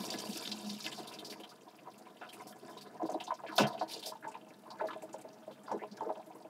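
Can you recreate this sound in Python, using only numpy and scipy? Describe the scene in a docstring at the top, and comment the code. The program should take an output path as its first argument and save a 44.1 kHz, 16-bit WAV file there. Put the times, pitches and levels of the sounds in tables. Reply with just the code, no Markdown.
"""Inside the cupboard under a sink, close to the trap and a ribbed plastic hose, water rushes out.
The turbulent rush thins; then air is sucked through the trap in gulps, each pocket ringing as a
resonator, with splashes and spray between them. These sounds excite the air and wall resonances
of the pipework, while sloshing water sets the hose humming. The close walls add a short
reverberation, over a faint room noise."""
import sys
import numpy as np
from scipy import signal
from scipy.io import wavfile
from scipy.ndimage import uniform_filter1d

SR = 44100
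rng = np.random.default_rng(int(sys.argv[2]) if len(sys.argv) > 2 else 0)


def unload_wav(signal):
    """Save mono or channel-first audio to the path in sys.argv[1] as 16-bit WAV at rate SR, clipped to [-1, 1]."""
    wavfile.write(
        sys.argv[1],
        SR,
        np.round(np.clip(np.atleast_2d(signal).T, -1, 1) * 32767).astype(np.int16),
    )


N = 286367


def gain_of(db):
    """Amplitude ratio of a level in decibels."""
    return 10 ** (np.asarray(db) / 20)


def unit_rms(x):
    """Normalisation to unit mean power."""
    return x / np.sqrt(np.mean(x ** 2) + 1e-20)


def unit_peak(x):
    """Normalisation by short-time power: the loudest few milliseconds peak near 1."""
    return x / np.sqrt(3 * uniform_filter1d(x ** 2, size=300).max())


def smoothed(x, span):
    """Low-pass filtering by two moving averages of span samples."""
    return uniform_filter1d(uniform_filter1d(x, span), span)


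def add(mix, start_s, sound):
    """Superposition of a sound on the mix."""
    part = mix[round(start_s * SR):][:len(sound)]
    part += sound[:len(part)]


def resonate(x, hz, *widths_hz):
    """Damped resonance by heterodyning (shift to zero, smooth, shift back), in series for each width."""
    turn = np.exp(2j * np.pi * np.cumsum(hz * np.ones(len(x))) / SR)
    for width in widths_hz:
        pole = np.exp(-np.pi * width / SR)
        x = 2 * (turn * signal.lfilter([1 - pole], [1, -pole], x / turn)).real
    return x


def noise(spectrum, patchy_db, flicker_db):
    """Modulated noise: random short-time spectra with drifting patches and a broadband flicker."""
    frames, hz = N // 128 + 5, np.fft.rfftfreq(512, 1 / SR)
    real, imag, patches = rng.standard_normal((frames, 257, 3)).T
    patches = unit_rms(uniform_filter1d(uniform_filter1d(patches, size=7, axis=0), size=10, axis=1))
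    flicker = unit_rms(uniform_filter1d(rng.standard_normal(frames), size=8))
    knots_hz, knots_db = np.transpose(spectrum)
    colour_db = np.interp(np.log(hz + 1), np.log(knots_hz + 1), knots_db)[:, None]
    spectra = (real + 1j * imag) * gain_of(colour_db + patchy_db * patches + flicker_db * flicker)
    return unit_rms(signal.istft(spectra, nperseg=512, noverlap=384)[1][:N])


def envelope(seconds, rise_s):
    """A transient's quick rise, exponential sag and short close, cut off at 4096 samples at most."""
    t = np.arange(int(np.clip(seconds * 1.2 * SR, 300, 4096))) / SR
    attack = np.sin(np.pi / 2 * np.minimum(t / rise_s, 1)) ** 2
    return attack * np.exp(-1.2 * t / seconds) / (1 + (t / seconds) ** 8)


def burst(seconds, rise_s, pops_per_s, turbulence):
    """Transient excitation: shot noise over turbulence, then silence in which a resonator can decay."""
    shape = envelope(seconds, rise_s)
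    chance, size, eddies = rng.random((3, 4096))[:, :len(shape)]
    pops = (chance < pops_per_s / SR) * (size - .5) * np.sqrt(SR / pops_per_s)
    return np.pad((pops + turbulence * (eddies - .5)) * shape, (0, 900))


# Spectrum of the room noise. Each row: frequency in Hz, relative spectral density in dB.
ROOM_SPECTRUM = [(15, -82), (25, -19), (188, -13), (553, 16.5), (632, -31), (784, -1), (897, -35.5),
                 (1080, 8), (1860, -1), (15600, -9)]

def room_noise():
    """The ambient noise floor: faint, broadband and nearly stationary."""
    return gain_of(-70) * noise(ROOM_SPECTRUM, patchy_db=.6, flicker_db=.3)


def cupboard(x, reverb_s=0.11):
    """Reverberation: dense reflections from the close walls, decaying exponentially."""
    t = np.arange(6000) / SR
    taps = rng.choice([-1., 1.], len(t)) * (rng.random(len(t)) < .06)
    taps *= gain_of(-60 * t / reverb_s) * (t > .001)
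    return gain_of(-11) * signal.oaconvolve(x, taps / np.linalg.norm(taps))[:N]


# Modes of the air in the trap. Each row: frequency in Hz, width in Hz, gain in dB re the direct path.
TRAP_MODES = [(320, 60, -5), (645, 55, 4), (895, 70, 5)]
# Their tuning, which sinks as the water falls. Each row: time in seconds, factor on frequency.
TRAP_TUNING = [(0, 1.07), (3.2, 1.1), (3.85, 1.045), (4.05, 0.992), (6.49, 0.98)]
# Modes of the pipes. Each row: frequency in Hz, width in Hz, gain in dB re the direct path.
PIPE_MODES = [(144, 22, 3), (207, 18, 0), (318, 30, 0), (422, 28, 3), (462, 26, -3), (540, 28, -1),
              (634, 22, 6), (740, 26, 2), (830, 28, 0), (950, 30, -1), (1019, 28, -1), (1263, 30, 1),
              (1375, 30, -3), (1500, 24, 1), (1700, 30, 4), (2053, 30, 0), (2668, 32, 2), (3154, 35, 0),
              (3600, 60, 0), (3899, 45, -2), (4641, 45, 1), (5280, 50, -4)]

def pipework(x):
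    """Modal filtering: the changing air space of the trap, then the constant modes of the pipes."""
    tuning = np.interp(np.arange(N) / SR, *np.transpose(TRAP_TUNING))
    x = x + sum(gain_of(db) * resonate(x, hz * tuning, width) for hz, width, db in TRAP_MODES)
    click = signal.unit_impulse(8192)
    response = click + sum(gain_of(db) * resonate(click, hz, width) for hz, width, db in PIPE_MODES)
    return gain_of(-8.5) * signal.oaconvolve(x, response)[:N]


# Strength of the stream. Each row: time in seconds, wash gain in dB, fizz gain in dB.
STREAM_LEVELS = [(0.0, -39.5, -40), (0.4, -43, -39), (0.7, -45.5, -47.5), (0.87, -43.5, -40),
                 (0.96, -45.5, -44), (1.2, -46, -57), (1.66, -55.5, -67), (1.9, -50.5, -64),
                 (2.129, -52, -68), (2.42, -49.5, -56), (2.55, -47.5, -69), (2.68, -47.5, -57.5),
                 (3.05, -49, -67.5), (3.44, -54, -63), (3.5, -52, -86), (3.66, -44, -68),
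                 (3.84, -48.5, -88), (3.9, -51, -39.5), (4.14, -52.5, -58.5), (4.23, -52, -70),
                 (5.2, -49, -67), (6.49, -52.5, -80.5)]

def flow_gains():
    """Amplitude modulation by the flow: one curve for the low wash, one for the bright fizz."""
    times, wash_db, fizz_db = np.transpose(STREAM_LEVELS)
    return [gain_of(np.interp(np.arange(N) / SR, times, db)) for db in (wash_db, fizz_db)]


def hose_hum():
    """Forced vibration: random sloshing drives a narrow hum and a broad rumble in the hose."""
    slosh = rng.standard_normal(N)
    hum = unit_rms(resonate(slosh, 203, 14, 61))
    rumble = unit_rms(resonate(resonate(slosh, 184, 108), 146, 160))
    return gain_of(-20.5) * hum + gain_of(-15) * rumble


# Slugs of water in the hose. Each row: centre time in seconds, level in dB, half length in seconds.
SLUGS = [(0.01, -38.5, 0.01), (0.157, -46, 0.0067), (0.299, -36, 0.0079), (0.545, -51, 0.071),
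         (0.696, -42.5, 0.063), (0.945, -72, 0.024), (3.033, -71, 0.024), (3.639, -42.5, 0.042),
         (3.835, -61, 0.024), (5.745, -48, 0.015), (5.926, -53, 0.014)]

def hose_swells(hz=207.7, waver_hz=2.5, rough_db=2.5):
    """Modulation of a hose resonance: each passing slug swells a hollow, wavering, lumpy tone."""
    t = np.arange(N) / SR
    waver = unit_rms(smoothed(rng.standard_normal(N), 1500))
    lumps = unit_rms(smoothed(rng.standard_normal(N), 500))
    tone = np.sqrt(2) * np.sin(2 * np.pi * np.cumsum(hz + waver_hz * waver) / SR)
    swell = sum(gain_of(db) * np.exp(-((t - centre) / half) ** 2) for centre, db, half in SLUGS)
    return tone * gain_of(rough_db * lumps) * swell


def droplets(low_hz, high_hz, per_s, seconds, breadth, spread_db):
    """Shot noise of tiny splashes: random puffs in 20 bands, per_s in each, most of them faint."""
    out, t = np.zeros(N), np.arange(2200) / SR
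    for hz in np.geomspace(low_hz, high_hz, num=20):
        size = gain_of(spread_db * np.minimum(rng.exponential(1, N), 4))
        hits = size * (rng.random(N) < per_s / SR)
        puff = rng.standard_normal(len(t)) * np.minimum(t / 0.001, 1) * np.exp(-(t / seconds) ** 2)
        puff = unit_rms(resonate(puff, hz, breadth * hz, 2 * breadth * hz))
        # higher drops are smaller; more drops at once share the same power
        out += signal.oaconvolve(hits / np.sqrt(per_s), puff * (low_hz / hz) ** .5)[:N]
    return unit_rms(out)


# Spectra of the low wash and bright fizz. Each row: frequency in Hz, relative spectral density in dB.
WASH_SPECTRUM = [(180, -6.5), (300, -2.5), (412, 4), (472, -5), (694, -3.5), (794, -3.5), (991, -10),
                 (1260, -8), (3000, -22), (3900, -83), (6600, -120)]
FIZZ_SPECTRUM = [(1120, -35), (1900, -77), (2310, 6.5), (3170, -18.5), (3640, -17), (4380, 5), (5050, 7),
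                 (5910, -10), (11600, -2), (15600, -13)]

def stream(wash_gain, fizz_gain, air):
    """Turbulent flow noise with droplets; each gulp of air shoves the water into a low surge."""
    crowd = 1 + 2.8 * np.minimum(fizz_gain / gain_of(-53.5), 1)  # a strong stream throws more drops
    burble = droplets(322, 1665, per_s=2.5 * crowd, seconds=0.015, breadth=0.21, spread_db=3.8)
    patter = droplets(2654, 9500, per_s=2.2 * crowd ** 2, seconds=0.005, breadth=0.2, spread_db=3.2)
    trickle = droplets(2200, 12500, per_s=3.5, seconds=0.007, breadth=0.22, spread_db=2.8)
    wash = gain_of(-7) * noise(WASH_SPECTRUM, patchy_db=2.6, flicker_db=2.6) + gain_of(-12) * burble
    fizz = gain_of(-7.5) * noise(FIZZ_SPECTRUM, patchy_db=3, flicker_db=4.2) + gain_of(-4) * patter
    gulp_rms = np.sqrt(abs(smoothed(air ** 2, round(0.0082 * SR))))
    low_wash = signal.sosfilt(signal.butter(2, 1170, fs=SR, output="sos"), wash)
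    surge = gain_of(-9) * gulp_rms * low_wash
    return wash_gain * wash + surge + fizz_gain * fizz + gain_of(-66.5) * trickle


# Water slapping and spraying. Each row: start in seconds, level in dB, pitch in Hz,
# nominal length in seconds, relative level of the fine spray in dB.
WATER_SLAPS = [(0.047, -32, 5900, 0.024, -18), (0.1, -26, 4940, 0.012, -12),
               (0.121, -35.5, 4500, 0.029, -7), (0.184, -30, 5400, 0.012, -17),
               (0.197, -33, 5700, 0.014, -6), (0.218, -38, 4300, 0.01, -29), (0.282, -61, 4270, 0.1, 20.5),
               (0.342, -37, 4800, 0.044, -9), (0.368, -34, 5700, 0.012, 2.5),
               (0.449, -30.5, 3360, 0.017, -19), (0.473, -28, 3780, 0.0071, -20),
               (0.513, -25.5, 4140, 0.019, -25), (0.578, -46, 6500, 0.01, -15),
               (0.659, -41, 5400, 0.12, -8), (0.692, -31.5, 4400, 0.028, -15),
               (0.73, -42.5, 3800, 0.034, -5), (0.801, -33, 4800, 0.019, -27),
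               (0.838, -33, 4470, 0.054, -30), (0.862, -24, 2800, 0.0055, -19),
               (0.915, -33, 2980, 0.023, -19), (0.975, -40.5, 4460, 0.039, -7),
               (1.068, -39.5, 3940, 0.041, -6), (1.073, -42.5, 8800, .008, -30),
               (1.117, -42.5, 2660, 0.055, -6), (1.135, -38, 4900, 0.028, -22),
               (1.184, -36.5, 3420, 0.036, -11), (1.244, -34.5, 4800, 0.043, -11),
               (1.296, -36, 4300, 0.047, -6.5), (1.321, -40, 2050, 0.026, -10),
               (1.395, -45.5, 2900, 0.029, -4.5), (1.432, -39, 3120, 0.025, -16),
               (1.489, -45, 4530, 0.039, -8), (1.557, -56, 5000, 0.0078, -7), (1.606, -58, 2660, .02, -25),
               (1.629, -58, 5070, 0.0095, -25), (1.68, -53, 3540, 0.014, -26),
               (1.686, -57, 4470, .015, -25), (1.751, -56, 4830, 0.017, -16),
               (1.784, -48, 2430, 0.018, -28), (1.83, -58, 6000, .01, -8), (1.911, -54, 3900, 0.023, -19),
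               (1.976, -51.5, 6400, 0.024, 1), (2.055, -51, 2270, 0.031, -25),
               (2.099, -55, 3380, .015, -13), (2.165, -50, 2890, 0.021, -25),
               (2.209, -44, 2350, 0.057, -27), (2.287, -40, 3300, 0.021, -14),
               (2.324, -41.5, 2480, 0.037, -1), (2.395, -44.5, 2100, 0.033, -19),
               (2.41, -55, 9900, 0.018, -20), (2.466, -45, 5240, 0.048, 1), (2.504, -52, 13600, 0.031, -1),
               (2.556, -56, 6950, 0.025, -12), (2.584, -55, 10000, 0.026, -10),
               (2.62, -57, 4500, 0.018, -20), (2.646, -53.5, 4450, 0.019, -20),
               (2.691, -53, 5300, 0.048, 0), (2.771, -41.5, 3660, 0.03, -11),
               (2.807, -42, 4440, 0.035, -5.5), (2.861, -54.5, 3640, 0.034, -25),
               (3.054, -48.5, 4330, 0.033, -3.5), (3.095, -43.5, 6300, 0.015, -11),
               (3.114, -44, 6660, 0.02, -6), (3.134, -47.5, 4050, 0.029, -23),
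               (3.199, -33, 2940, 0.038, -18), (3.236, -40, 6400, 0.028, -25),
               (3.265, -40.5, 3850, 0.03, -16), (3.309, -47.5, 2220, 0.042, -30),
               (3.338, -45, 5430, 0.024, -16), (3.461, -40.5, 2280, 0.045, -37),
               (3.468, -48, 4280, 0.072, -32), (3.517, -46, 4200, 0.11, -11),
               (3.553, -37, 13700, 0.058, -27), (3.561, -31.5, 4930, 0.02, -12),
               (3.583, -24, 5200, 0.053, -11.5), (3.578, -15.5, 3560, 0.0072, -12),
               (3.584, -23, 2650, 0.074, -33), (3.665, -35, 4560, 0.031, -7),
               (3.695, -48, 4260, 0.088, -25), (3.696, -59, 13500, 0.0093, -25),
               (3.724, -45.5, 3540, 0.033, -12), (3.774, -42.5, 2720, 0.027, -15),
               (3.791, -38.5, 4400, 0.055, -30), (3.824, -55, 10600, .02, -25),
               (3.876, -44, 4280, 0.064, -6), (3.909, -35, 4160, 0.045, -5), (3.931, -30, 4460, 0.022, -22),
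               (3.991, -40, 4440, 0.022, -8), (4.024, -35, 3570, 0.04, -11),
               (4.055, -30, 4780, 0.057, -4.5), (4.275, -46, 6800, 0.031, -29),
               (4.312, -50, 7300, 0.022, -30), (4.314, -50, 2420, 0.031, -27),
               (4.34, -41, 2420, 0.027, -22), (4.483, -55, 5840, 0.027, -6), (4.584, -63, 4760, .022, 4),
               (4.615, -60, 9850, .015, -28), (4.701, -41, 4440, 0.028, -18),
               (4.782, -57, 6500, 0.0099, -25), (4.786, -54, 3970, 0.026, -25),
               (4.866, -45.5, 4180, 0.035, -6), (4.903, -42, 2900, 0.036, -27),
               (4.928, -45, 3180, 0.019, -30), (4.929, -44, 2270, 0.021, -30), (4.929, -64, 7440, .02, -25),
               (5.018, -47, 7800, 0.034, -3), (5.126, -42.5, 6850, 0.028, -16),
               (5.18, -50.5, 7950, 0.019, -16), (5.21, -46, 7650, 0.015, -8),
               (5.284, -50.5, 4770, 0.01, -71), (5.31, -63, 5160, 0.0087, -24),
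               (5.326, -52, 5330, .021, -25), (5.382, -59, 4000, 0.011, -25), (5.426, -57, 3150, 0.02, -25),
               (5.462, -59, 8100, .012, -25), (5.507, -51.5, 3670, 0.058, -9),
               (5.631, -52.5, 8000, 0.031, -25), (5.664, -50.5, 4400, 0.058, -22),
               (5.712, -44, 5650, 0.029, -31), (5.774, -61, 7700, .008, -20),
               (5.824, -49, 2580, 0.023, -25), (5.872, -58, 4400, 0.037, -20),
               (5.911, -46, 4670, 0.029, -29), (5.967, -45, 4860, 0.015, -15),
               (6.025, -58, 4550, 0.016, -20), (6.145, -58, 3400, 0.018, -24),
               (6.175, -58, 7500, 0.0076, -22), (6.261, -55, 11600, 0.032, -30),
               (6.267, -61, 3500, 0.012, -15), (6.353, -55, 11200, 0.022, -25),
               (6.42, -54, 4400, 0.015, -11)]

def splashes():
    """Bubble resonance: small bubbles ring around one pitch, one clearly, while fine spray hisses."""
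    out = np.zeros(N)
    spray_band = signal.butter(1, [6000, 13000], "band", fs=SR, output="sos")
    for start, db, hz, seconds, spray_db in WATER_SLAPS:
        drive = burst(seconds, rise_s=0.0055, pops_per_s=1500, turbulence=1.6)
        ring = resonate(drive, hz, 0.4 * hz, 0.9 * hz, 1.6 * hz)
        ping_hz = hz * (1 + .05 * rng.standard_normal())
        ping = resonate(drive, ping_hz, 0.1 * hz, 0.2 * hz)
        bubbles = unit_peak(unit_peak(ring) + .3 * unit_peak(ping))
        spray = signal.sosfilt(spray_band, burst(seconds, rise_s=0.011, pops_per_s=2000, turbulence=3.9))
        spray += gain_of(-7.5) * resonate(spray, rng.uniform(6000, 12000), 500)  # clumps at one pitch
        add(out, start, gain_of(db) * (bubbles + gain_of(spray_db) * unit_peak(spray)))
    return out


# Air breaking through the trap. Each row: start in seconds, level in dB, starting pitch in Hz,
# nominal length in seconds, fall of pitch over that length in octaves (negative for a rise).
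AIR_POCKETS = [(0.036, -39.5, 780, 0.029, 2.5), (0.114, -35, 608, 0.041, 1.5),
               (0.136, -39, 1623, 0.019, -0.4), (0.236, -35, 710, 0.0041, 1.5),
               (0.349, -39, 355, 0.057, 0.75), (0.367, -47.5, 1390, 0.21, 0), (0.855, -49, 438, 0.028, -2),
               (0.867, -36, 2380, 0.019, 0.5), (0.973, -44.5, 693, 0.023, -0.1),
               (1.184, -49, 596, 0.018, 1), (1.276, -42, 390, 0.08, 1.5), (1.396, -42.5, 614, 0.023, 1.5),
               (1.511, -47.5, 1044, 0.019, -0.5), (1.664, -49, 910, 0.026, 0.36),
               (1.842, -52, 960, 0.07, 0.5), (1.867, -41, 1020, 0.044, 1.04),
               (2.06, -47.5, 700, 0.013, -0.8), (2.211, -40.5, 705, 0.027, 0.6),
               (2.213, -37.5, 1408, 0.054, 0.04), (2.401, -43.5, 1220, 0.023, 1.1),
               (2.458, -48, 645, 0.02, 1), (2.509, -59, 340, 0.011, -0.5), (2.624, -42.5, 367, 0.025, 0.1),
               (2.692, -45, 350, 0.013, -1.1), (2.764, -46, 934, 0.033, -0.1),
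               (2.947, -47, 685, 0.02, -0.4), (2.994, -38, 696, 0.024, 0), (3.013, -29, 660, 0.024, 0.2),
               (3.024, -28, 340, 0.03, 0.7), (3.048, -33, 597, 0.017, 0.57),
               (3.085, -30.5, 654, 0.052, 1.44), (3.14, -27.5, 665, 0.019, 0.1),
               (3.146, -30, 325, 0.026, 0.03), (3.169, -39.5, 730, 0.019, -0.1),
               (3.204, -37, 780, 0.026, 0), (3.273, -35, 906, 0.07, 1.14), (3.303, -26.5, 1030, 0.018, 0.3),
               (3.316, -31, 723, 0.014, 0.2), (3.387, -44, 1340, 0.027, 0.9),
               (3.433, -33.5, 811, 0.033, 0.86), (3.481, -38, 1564, 0.064, 0.8),
               (3.522, -41, 835, 0.054, 0.058), (3.578, -18.5, 760, 0.04, 2.3),
               (3.581, -17.5, 1294, 0.03, 0), (3.594, -25, 437, 0.04, -0.47), (3.597, -24, 685, 0.078, 0.6),
               (3.603, -24.5, 151, 0.051, 0.5), (3.631, -29.5, 1550, 0.08, .6),
               (3.658, -36.5, 707, 0.081, -0.5), (3.701, -38.5, 724, 0.062, 0.4),
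               (3.734, -35.5, 664, 0.042, 0), (3.809, -25.5, 870, 0.026, 1), (3.882, -50, 952, 0.034, 0.3),
               (3.939, -39, 587, 0.054, 1), (4.021, -47.5, 857, 0.057, 1), (4.067, -39, 617, 0.045, 0.5),
               (4.114, -37, 830, 0.026, -0.5), (4.149, -41.5, 860, 0.023, 0),
               (4.223, -39.5, 1550, 0.052, 0.05), (4.241, -37.5, 1490, 0.022, 1.5),
               (4.264, -35.5, 832, 0.029, 0), (4.338, -38, 876, 0.037, 0), (4.654, -44.5, 884, 0.029, -0.3),
               (4.701, -41, 965, 0.067, 0.1), (4.797, -33.5, 946, 0.012, -1.1),
               (4.806, -28, 930, 0.024, 1.43), (4.834, -31, 687, 0.044, 1), (4.784, -44, 1660, 0.055, 0.5),
               (4.883, -33.5, 1390, 0.032, 0.48), (4.898, -34.5, 1244, 0.058, 0.46),
               (4.956, -38.5, 676, 0.018, 0), (5.022, -39.5, 700, 0.033, 2),
               (5.138, -33.5, 745, 0.0099, 0.5), (5.246, -40.5, 677, 0.026, 1.6),
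               (5.472, -37, 680, 0.017, 1.06), (5.675, -36.5, 1048, 0.07, 1.1),
               (5.71, -27, 936, 0.023, 1.1), (5.723, -35, 643, 0.059, -0.2), (5.736, -27, 445, 0.04, 0.96),
               (5.788, -42.5, 1710, 0.058, -0.5), (5.82, -53, 1690, 0.031, -1),
               (5.816, -36, 520, 0.028, 0.5), (5.833, -36, 846, 0.015, 0.7),
               (5.969, -45.5, 1700, 0.039, 0.8), (6.004, -30.5, 926, 0.032, 0.44),
               (6.014, -33, 660, 0.017, 0.8), (6.038, -44, 1170, 0.025, -0.3),
               (6.049, -29.5, 505, 0.065, 1), (6.09, -33.5, 857, 0.021, 0), (6.095, -28, 635, 0.021, 0.4),
               (6.152, -44, 950, 0.044, 1.6), (6.192, -41, 685, 0.024, 0), (6.297, -41, 650, 0.028, -0.5),
               (6.35, -49.5, 830, 0.029, -0.5), (6.401, -47, 586, 0.033, -0.5), (6.443, -45, 613, 0.019, 0),
               (6.444, -55, 2140, 0.015, -0.5)]

def gulps(rise_s=0.0045):
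    """Cavity resonance: each air pocket rings at its own pitch, which sinks if the pocket grows."""
    out = np.zeros(N)
    for start, db, hz, seconds, fall in AIR_POCKETS:
        drive = burst(seconds, rise_s, pops_per_s=500, turbulence=1.0)
        t = np.arange(len(drive)) / SR
        glide_hz = hz * .5 ** (fall * np.minimum(t / seconds, 1.5))
        width_hz = 290 + .27 * max(fall, 0) * hz  # a sinking pocket rings less cleanly
        ring = resonate(drive, glide_hz, width_hz, 0.55 * hz, 0.6 * hz)
        ring = np.gradient(ring) / glide_hz  # a small pocket radiates little below its own pitch
        column_hz = hz * (glide_hz / hz) ** .25  # the air column's clean tone glides a quarter as far
        column = np.sin(2 * np.pi * np.cumsum(column_hz) / SR) * np.pad(envelope(seconds, rise_s), (0, 900))
        add(out, start, gain_of(db) * unit_peak(unit_peak(ring) + .27 * unit_peak(column)))
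    return out


def scene():
    """Source and filter: water and air sound through the pipework; hose, walls and room add to it."""
    wash_gain, fizz_gain = flow_gains()
    air = gulps()
    hum = wash_gain * hose_hum()
    water = stream(wash_gain, fizz_gain, air)
    hose = hum + hose_swells()
    near = pipework(water + air + splashes()) + hose
    return (near + cupboard(near) + room_noise())[None]


def record(dry):
    """Band limiting: the small microphone loses the deep bass, and a steep low-pass ends the treble."""
    thin = signal.sosfilt(signal.butter(5, 118, "high", fs=SR, output="sos"), dry)
    low_pass = signal.firwin(2047, 15725, window=("kaiser", 10), fs=SR)
    return signal.oaconvolve(thin, low_pass[None], "same")


dry = scene()
out = record(dry)
unload_wav(out)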